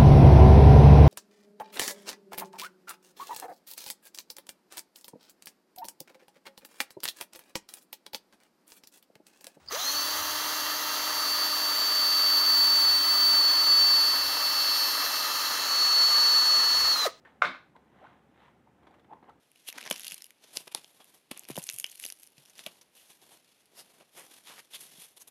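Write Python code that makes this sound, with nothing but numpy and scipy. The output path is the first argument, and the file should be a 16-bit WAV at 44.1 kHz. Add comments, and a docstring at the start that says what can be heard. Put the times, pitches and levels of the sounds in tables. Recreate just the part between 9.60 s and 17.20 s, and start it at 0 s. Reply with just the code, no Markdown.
"""A cordless drill spins a foam pad on a plastic headlamp, close by.
The trigger clicks, the motor runs up, and the gear teeth whine, sagging and swelling as the pad is
pressed and steered. The motor adds many fainter tones, the wet pad rubs, and gears and brushes hiss.
The drill swings round until it points away from the listener; on release the brake stops it at once.
The car body and floor add a short echo, over faint outdoor air and a low rumble."""
import sys
import numpy as np
from scipy import signal
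from scipy.fft import rfft, irfft, next_fast_len
from scipy.io import wavfile
from scipy.ndimage import uniform_filter1d, map_coordinates

SR = 44100
rng = np.random.default_rng(int(sys.argv[2]) if len(sys.argv) > 2 else 0)


def inscribe(sig):
    """Save sig as 16-bit PCM at rate SR to the path in sys.argv[1].

    A 1-D sig is mono; a 2-D sig holds one channel per row.
    Samples are clipped to [-1, 1] before scaling.
    """
    pcm = np.round(np.clip(np.atleast_2d(sig).T, -1, 1) * 32767)
    wavfile.write(sys.argv[1], SR, pcm.astype(np.int16))


N = 335160

START_S, EASE_S, BRAKE_S = 0.1, 7.31, 7.451  # trigger pulled, trigger let up, brake on
COAST_HZ_PER_S, BRAKE_HZ_PER_S = 235, 4830  # how fast the motor loses speed
TEETH, GEAR_RATIO, PLANETS = 15, 31, 3  # teeth on the motor's gear, motor turns per pad turn, gears
SIZZLE_MULTIPLES = (39, 40)  # two motor tones near 12 kHz
TOP_HZ = 15750

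# Levels in the tables are relative. A "multiple" times the motor's turns per second gives a pitch.
# "Side", "slant" and "rear" are levels heard from there; t60 is the time taken to fade by 60 dB.
# Load on the gears, given as the strength of their whine: t/s, level/dB
GEAR_LOAD = [(0.5, -37), (0.59, -41), (1.43, -39.5), (1.73, -29.5), (2.03, -32.5), (2.47, -25.5),
             (3.3, -22.5), (3.4, -27), (3.7, -22), (4.42, -23), (4.7, -32.5), (5.18, -28), (5.5, -38),
             (5.61, -34), (5.67, -37), (5.86, -35), (5.97, -38.5), (6.24, -23.5), (6.75, -22.5), (7.3, -25)]
# The teeth briefly bite harder (+) or run slack (-): t/s, half length/s, level/dB
TOOTH_BITES = [(.175, .008, -14), (0.284, 0.027, 7.5), (.333, .008, -10), (.38, 0.031, 4.5), (.63, .03, -7),
               (.8, .1, -3), (1.22, .03, -12), (1.72, .1, 0.5), (2.12, 0.031, 3), (4.85, 0.038, 5.5),
               (5.502, 0.032, -4), (5.69, 0.026, -10), (5.963, 0.022, -6), (7.368, .022, -4.5),
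               (7.437, .02, -4)]
# Motor turns per second at full trigger: t/s, f/Hz
CRUISE_SPEED = [(0.55, 305.0), (1.82, 303.1), (2.22, 303.5), (3.19, 301.9), (3.29, 299.4), (3.73, 302.3),
                (3.83, 297.4), (4.18, 300.3), (5.27, 296.0), (5.48, 297.0), (6.27, 294.8), (6.66, 296.0),
                (6.92, 294.1), (7.28, 294.1)]
# Which way the drill points: t/s, turn (0 heard from the side, 1 from behind)
DRILL_TURN = [(0, 0), (3.8, 0.034), (4.6, 0.27), (5.85, 0.71), (6.2, 0.98), (7.6, 0.89)]
# Plain motor tones: multiple, side/dB, slant/dB, rear/dB
MOTOR_TONES = [(4, -56, -51, -53), (5, -60, -63, -55), (6, -66, -50, -48), (10, -70, -56, -63),
               (12, -58.5, -63, -67), (17, -68, -59, -63), (19, -62, -46, -58), (20, -58, -56, -50),
               (21, -49, -54, -51), (22, -57, -61, -52), (23, -68, -55, -48), (24, -54, -61, -55),
               (30, -53.5, -50, -56.5), (31, -74, -56, -62), (32, -54.5, -57, -53), (33, -59, -50, -56),
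               (34, -56, -51, -58), (35, -63, -55, -66), (36, -63, -68, -64), (37, -54.5, -57, -56),
               (38, -55, -55, -70), (39, -50.5, -47.5, -55), (41, -56, -44.5, -60), (42, -67, -44, -50),
               (43, -55, -51, -59), (44, -66, -62, -60), (45, -56, -59, -58), (46, -65, -66, -60.5),
               (47, -55, -62, -59), (48, -61, -62, -70), (49, -61, -66, -65), (50, -56, -58, -72),
               (51, -54, -59, -56), (52, -47, -55, -64)]
# Stronger motor tones, most following the load: multiple, side/dB, slant/dB, rear/dB, dB per dB of load
LOADED_TONES = [(1, -51, -56.5, -60, 0), (2, -51, -54.5, -55.5, -0.03), (9, -48, -42.5, -47, 0.1),
                (14, -42.5, -35, -39.5, 0.4), (16, -43.5, -36, -49, .5), (18, -48, -39.5, -49, 0.1),
                (40, -47.5, -43, -58, -0.1)]
# The two tones near 12 kHz swell, then dip: t/s, half length/s, level/dB
SIZZLE_SWELLS = [(2.55, .45, 4.5), (3.95, .4, -3.5)]
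# Colour of the pad's rubbing and the housing: f/Hz, level/dB
RUB_COLOUR = [(120, -34.5), (225, -25), (272, -16), (340, -19.5), (620, -12), (740, -12.5), (900, -7.5),
              (1050, -7), (1230, -5.5), (1420, -10), (1600, -9), (1830, -5.5), (2050, -10.5), (2350, -17),
              (3500, -27)]
# Hiss of the gears and cooling air: f/Hz, side/dB, rear/dB
GEAR_HISS = [(1800, -30, -32), (2450, -4, -7), (2710, 0.5, 2), (3230, 9.5, 6.5), (3670, 2.5, -4.5),
             (4050, 10.5, 15.5), (4450, 5, 5), (5200, 2, 5.5), (5790, 4, 6), (7000, -2.5, 2),
             (7540, -2.5, -6), (7960, -15, -15), (9000, -42, -40)]
# Fizz of the brushes, the motor's sliding contacts: f/Hz, side/dB, rear/dB
BRUSH_FIZZ = [(7500, -40, -38), (8400, -21, -14), (8970, -5.5, -3), (10200, -4.5, -8), (10900, -9.5, -18),
              (11550, -4, -8), (12100, 1.5, -6), (13100, -4, -3), (14500, -5, -14), (15500, 2, -6),
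              (16500, -6, -15)]
# Pitches at which the gearbox rings: f/Hz, width/Hz, level/dB
GEARBOX_RINGS = [(6190, 740, 2.5), (9900, 300, -9), (13200, 1000, -12), (15100, 700, -18)]
# The rasp flares while the speed changes: t/s, half length/s, level/dB
RASP_FLARES = [(.13, .02, -47), (.3, 0.089, -40.5), (7.39, .04, -44.5)]
# Clicks of the trigger and loose gears: t/s, steel ring/dB, crack/dB, housing knock/dB
CLICK_HITS = [(0.061, -54, -50, -73), (0.076, -43, -66, -75), (0.085, -29.5, -54, -57),
              (.109, -50.5, -39, -36), (.124, -41, -25, -44), (0.147, -30, -26, -42),
              (7.452, -42.5, -25, -38), (7.462, -42, -22, -39), (7.474, -48, -40, -34)]
# Ringing of small steel parts: f/Hz, level/dB, t60/s
STEEL_RINGS = [(4230, -22, .025), (4600, 1, 0.025), (4950, -5, 0.052), (6350, -21, 0.022)]
# Ringing of the drill's housing: f/Hz, level/dB, t60/s
HOUSING_RINGS = [(520, -12, .16), (667, -5, 0.14), (1130, -4, .09), (1282, 2, 0.083), (1840, -16, 0.041)]
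# Length of the echo from car body and floor: f/Hz, t60/s
ECHO_DECAY = [(200, 0.53), (1200, 0.23), (4200, 0.36), (8000, 0.26), (15000, 0.079)]
# Colour of the outdoor air: f/Hz, level/dB
AIR_COLOUR = [(30, -12), (150, -3.5), (500, -6), (1200, -8), (2500, -15), (5000, -16), (9000, -25),
              (16000, -38)]
# Colour of the low rumble: f/Hz, level/dB
RUMBLE_COLOUR = [(20, -27), (35, -18), (52, 1), (85, 6), (130, -7), (250, -32), (600, -60)]
# Swells of that rumble: t/s, half length/s, level/dB
RUMBLE_SWELLS = [(.58, 0.19, -61), (3.33, .07, -60), (3.93, 0.065, -65), (4.62, 0.1, -67), (6.86, .06, -64),
                 (7.21, .08, -56)]


def gear_whine(angle, pace, speed, flutter_db=0.92, rough=0.036, trim_db=2.1, slack_hz_per_s=1500):
    """The teeth of the motor's gear sing one strong tone; hard braking parts them and they go silent."""
    level_db = curves(GEAR_LOAD)[0] + swells_db(TOOTH_BITES) + trim_db
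    touching = uniform_filter1d(1.0 * (np.gradient(speed) * SR > -slack_hz_per_s), size=128)
    whine = tone(TEETH * angle) + rough * wobble(350) * tone(TEETH * angle)
    return touching * pace ** 2.4 * amp(level_db + flutter_db * wobble(18)) * whine


def motor_speed(run_up_s=0.058, run_up_shape=0.85):
    """Turns per second: the motor runs up, coasts as the trigger is let up, and is braked."""
    run_up = 1 - np.exp(-(since(START_S) / run_up_s) ** run_up_shape)
    lost = COAST_HZ_PER_S * since(EASE_S) + BRAKE_HZ_PER_S * since(BRAKE_S)
    return np.maximum(curves(CRUISE_SPEED)[0] * run_up - lost, 0)


def shaft_angle(speed, drag=0.00074, jitter=0.000495):
    """The motor's angle in turns; the off-centre pad drags once in each of its own turns."""
    pad_angle = np.cumsum(speed) / SR / GEAR_RATIO + 0.14 * wobble(3.01)
    return np.cumsum(speed * (1 + drag * tone(pad_angle) + jitter * wobble(40))) / SR


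def motor_tones(angle, pace, turn, load_db, wander_db=1.5, flutter_db=1.97, drift_db=0.8, play=0.0043):
    """Tones at multiples of the motor's speed waver as the hand moves; some follow the load."""
    out = np.zeros(N)
    sizzle_db = dict.fromkeys(SIZZLE_MULTIPLES, swells_db(SIZZLE_SWELLS))
    for multiple, *views_db in MOTOR_TONES:
        level_db = level_at_turn(views_db, turn) + sizzle_db.get(multiple, 0) + 0.5
        waver_db = wander_db * wobble(3.07) + flutter_db * wobble(25)
        out += amp(level_db + waver_db) * tone(multiple * angle)
    for multiple, *views_db, follows in LOADED_TONES:
        level_db = level_at_turn(views_db, turn) + sizzle_db.get(multiple, 0) + follows * load_db
        waver_db = drift_db * wobble(3.97)
        shaken = angle + play * wobble(70)  # loose bearings blur the higher tones most
        roughness = 1 + 0.23 * min(multiple / TEETH, 1) * wobble(45)
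        out += amp(level_db + waver_db) * roughness * tone(multiple * shaken)
    return out * pace ** 8  # fades steeply at low speed


def rotor_hum(angle, pace, speed, turn, hum_db=-50, growl_db=-27.5, housing_hz=575, width_octaves=0.54):
    """The rotor's three magnetic poles hum, and growl under the heavy current of start and stop."""
    pole_angle, pole_hz = 3 * angle, 3 * speed
    current = np.abs(uniform_filter1d(np.gradient(speed), size=400)) * SR / BRAKE_HZ_PER_S
    # The growl is boosted as its pitch sweeps past the housing's own note.
    boost = np.exp(-(np.log2((pole_hz + 1) / housing_hz) / width_octaves) ** 2)
    growl = amp(growl_db) * current ** 1.27 * boost
    hum = amp(hum_db - 8 * turn) * pace ** 2
    flutter = amp(1.7 * wobble(20))
    return (hum + growl) * flutter * (tone(pole_angle) + amp(-24) * tone(2 * pole_angle))


def pad_rub(angle, turn, rub_db=-37, ring_db=-41.3, ring_hz=1238, ring_width_hz=106, settle_s=0.23):
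    """The wet pad settles on the lamp and rubs, throbbing as the planet gears pass; the shell rings."""
    settling_db = -5 * np.exp(-since(START_S) / settle_s)
    level = running(delay_s=0.0023, attack_s=0.01, overrun_s=0.021, t60=0.09)
    level *= amp(0.67 * turn + settling_db)
    throb = tone(PLANETS * angle / GEAR_RATIO + 0.15 * wobble(6))
    flutter_db = 0.62 * wobble(30) + 0.86 * wobble(160)
    rub = amp(rub_db + flutter_db) * (1 + 0.056 * throb) * unit(noise(RUB_COLOUR))
    shaking = rng.standard_normal(N) * amp(0.85 * wobble(35)) * (1 + 0.14 * throb)
    shell = filtered(shaking, lambda hz: 1 / (1 + 1j * (hz - ring_hz) / ring_width_hz) ** 2)
    return level * (rub + amp(ring_db + 2 * turn) * unit(shell))


def gear_and_brush_hiss(angle, pace, turn, load_db, gain_db=-34, pulsing=0.17):
    """Gears, cooling air and brushes hiss, pulsing once per motor turn."""
    level = running(delay_s=0.012, attack_s=0.014, overrun_s=0.02, t60=0.056)
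    level *= amp(gain_db + 2.1 * turn - 7 * (1 - pace) + 0.04 * load_db)
    pulse = amp(0.69 * wobble(60)) * (1 + pulsing * tone(angle))
    return level * pulse * (turning_noise(GEAR_HISS, turn) + turning_noise(BRUSH_FIZZ, turn))


def gear_rasp(angle, start_db=-40, fade_db_per_s=3.3, pulsing=0.35, grain_db=2):
    """Chattering teeth make the gearbox ring at a few high pitches, less and less as they run in."""
    def gearbox(f):
        return sum(amp(db) / (1 + ((f - hz) / (width / 2)) ** 2) for hz, width, db in GEARBOX_RINGS)

    level = amp(start_db - fade_db_per_s * since(START_S)) + swells(RASP_FLARES)
    level *= running(delay_s=0.02, attack_s=0.013, overrun_s=0.0055, t60=0.04)
    chatter = rng.standard_normal(N) * (1 + pulsing * tone(angle)) * amp(grain_db * wobble(120))
    return level * unit(filtered(chatter, gearbox))


def gear_grind(angle, pace, turn, load_db, grind_db=-41.3, wobbles_per_s=750):
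    """Loaded teeth meet unevenly and spread a band of noise round the pitch of the whine."""
    level_db = grind_db + 0.7 * load_db - 7 * turn + 0.5 * wobble(30)
    phase = 2 * np.pi * TEETH * angle
    band = wobble(wobbles_per_s) * np.sin(phase) + wobble(wobbles_per_s) * np.cos(phase)
    return pace ** 6 * amp(level_db) * unit(band)


def clicks(crack_t60=0.033, attack_s=0.0011, low_hz=450, high_hz=8000):
    """The trigger and the slack in the gears ring small steel parts and knock the housing."""
    out, t = np.zeros(N + SR), np.arange(SR // 5) / SR
    rise = 1 - np.exp(-t / attack_s)

    def ring(notes):
        return rise * sum(amp(db - 60 * t / t60) * tone(hz * t) for hz, db, t60 in notes)

    for s, ring_db, crack_db, knock_db in CLICK_HITS:
        crack = amp(crack_db - 60 * t / crack_t60) * rng.standard_normal(len(t))
        click = crack + amp(ring_db) * ring(STEEL_RINGS) + amp(knock_db) * ring(HOUSING_RINGS)
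        out[round(s * SR):][:len(t)] += click
    return filtered(out[:N], lambda hz: hz ** 2 / (hz ** 2 + low_hz ** 2) / (1 + (hz / high_hz) ** 4))


def echo(x):
    """The car body and floor answer with a short tail of sound."""
    hz, t, spectrum = signal.stft(rng.standard_normal(SR // 2), SR, nperseg=256)
    fade = amp(-60 * t / along(ECHO_DECAY, hz)[:, None])
    tail = signal.istft(spectrum * fade, SR, nperseg=256)[1]
    return signal.fftconvolve(x, tail / np.linalg.norm(tail))[:N]


def background(air_db=-62, rumble_db=-71.5, uneven_db=3):
    """Faint outdoor air and an uneven low rumble."""
    rumble_level = amp(rumble_db + uneven_db * wobble(8.3)) + swells(RUMBLE_SWELLS)
    return amp(air_db) * unit(noise(AIR_COLOUR)) + rumble_level * unit(noise(RUMBLE_COLOUR))


def amp(db):
    """Turn decibels into a number to multiply by."""
    return np.exp(np.asarray(db) * (np.log(10) / 20))


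def unit(x):
    """Scale a sound to an average strength (rms) of 1."""
    return x / np.sqrt(np.mean(x ** 2) + 1e-20)


def along(points, hz):
    """Read between (f/Hz, value) points, with octaves evenly spaced."""
    f, values = np.transpose(points)
    return np.interp(np.log(hz + 1), np.log(f + 1), values)


def curves(rows):
    """Join a table's points over time: one value per sample for each column after the first."""
    s, *columns = np.transpose(rows)
    return [np.interp(np.arange(N) / SR, s, column) for column in columns]


def wobble(rate):
    """A smooth curve through `rate` random values a second."""
    at = np.linspace(0, N, 8 * int(N * rate / SR + 1))
    values = rng.standard_normal(int(N * rate / SR) + 4)
    smooth = map_coordinates(values, [at * rate / SR], mode="nearest")
    return np.interp(np.arange(N), at, smooth)


def filtered(x, response):
    """Multiply each frequency in x by response(hz)."""
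    size = next_fast_len(N + SR // 2)
    return irfft(rfft(x, size) * response(np.fft.rfftfreq(size, 1 / SR)), size)[:N]


def noise(colour):
    """Noise shaped by (f/Hz, level/dB) points."""
    return filtered(rng.standard_normal(N), lambda hz: amp(along(colour, hz)))


def turning_noise(colours, turn):
    """Noise that blends from its side colour to its rear colour as the drill turns."""
    hz, side, rear = np.transpose(colours)
    return np.sqrt(1 - turn) * noise(np.c_[hz, side]) + np.sqrt(turn) * noise(np.c_[hz, rear])


def level_at_turn(views_db, turn):
    """Blend the side, slant and rear levels as the drill turns."""
    return np.interp(turn, np.linspace(0, 1, len(views_db)), views_db)


def tone(angle):
    """A sine wave of rms 1 with a random start; the angle is in turns."""
    return np.sqrt(2) * np.sin(2 * np.pi * (angle + rng.random()))


def since(s):
    """Seconds gone by since a moment, 0 before it."""
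    return np.maximum(np.arange(N) / SR - s, 0)


def bell(s, half_s):
    """A smooth rise to 1 and fall around a moment."""
    return np.exp(-np.minimum(((np.arange(N) / SR - s) / half_s) ** 2, 20))


def swells(rows):
    """Add up (t/s, half length/s, level/dB) swells as a number to multiply by."""
    return sum(amp(db) * bell(s, half_s) for s, half_s, db in rows)


def swells_db(rows):
    """Add up (t/s, half length/s, level/dB) rises and dips in decibels."""
    return sum(db * bell(s, half_s) for s, half_s, db in rows)


def running(delay_s, attack_s, overrun_s, t60):
    """Loudness of moving parts: up just after the trigger, held into the braking, then dying away."""
    rise = (1 + np.tanh((np.arange(N) / SR - START_S - delay_s) / attack_s)) / 2
    return rise * amp(-60 * since(BRAKE_S + overrun_s) / t60)


def scene(usual_load_db=-29):
    """Speed, load and the way the drill points shape its sound; echo and background are added."""
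    speed = motor_speed()
    pace = speed / speed.max()  # 0 at rest, 1 at top speed
    load_db = curves(GEAR_LOAD)[0] - usual_load_db  # 0 at an ordinary pressure on the pad
    turn = np.clip(curves(DRILL_TURN)[0], 0, 1)
    angle = shaft_angle(speed)
    tones = gear_whine(angle, pace, speed) + motor_tones(angle, pace, turn, load_db)
    tones += rotor_hum(angle, pace, speed, turn)
    noises = pad_rub(angle, turn) + gear_and_brush_hiss(angle, pace, turn, load_db)
    noises += gear_rasp(angle) + gear_grind(angle, pace, turn, load_db) + clicks()
    echoes = echo(amp(-23.5) * tones + amp(-14.5) * noises)
    return (tones + noises + echoes + background())[None]


def record(dry):
    """Cut off all sound above TOP_HZ."""
    return filtered(dry[0], lambda hz: hz < TOP_HZ)[None]


dry = scene()
out = record(dry)
inscribe(out)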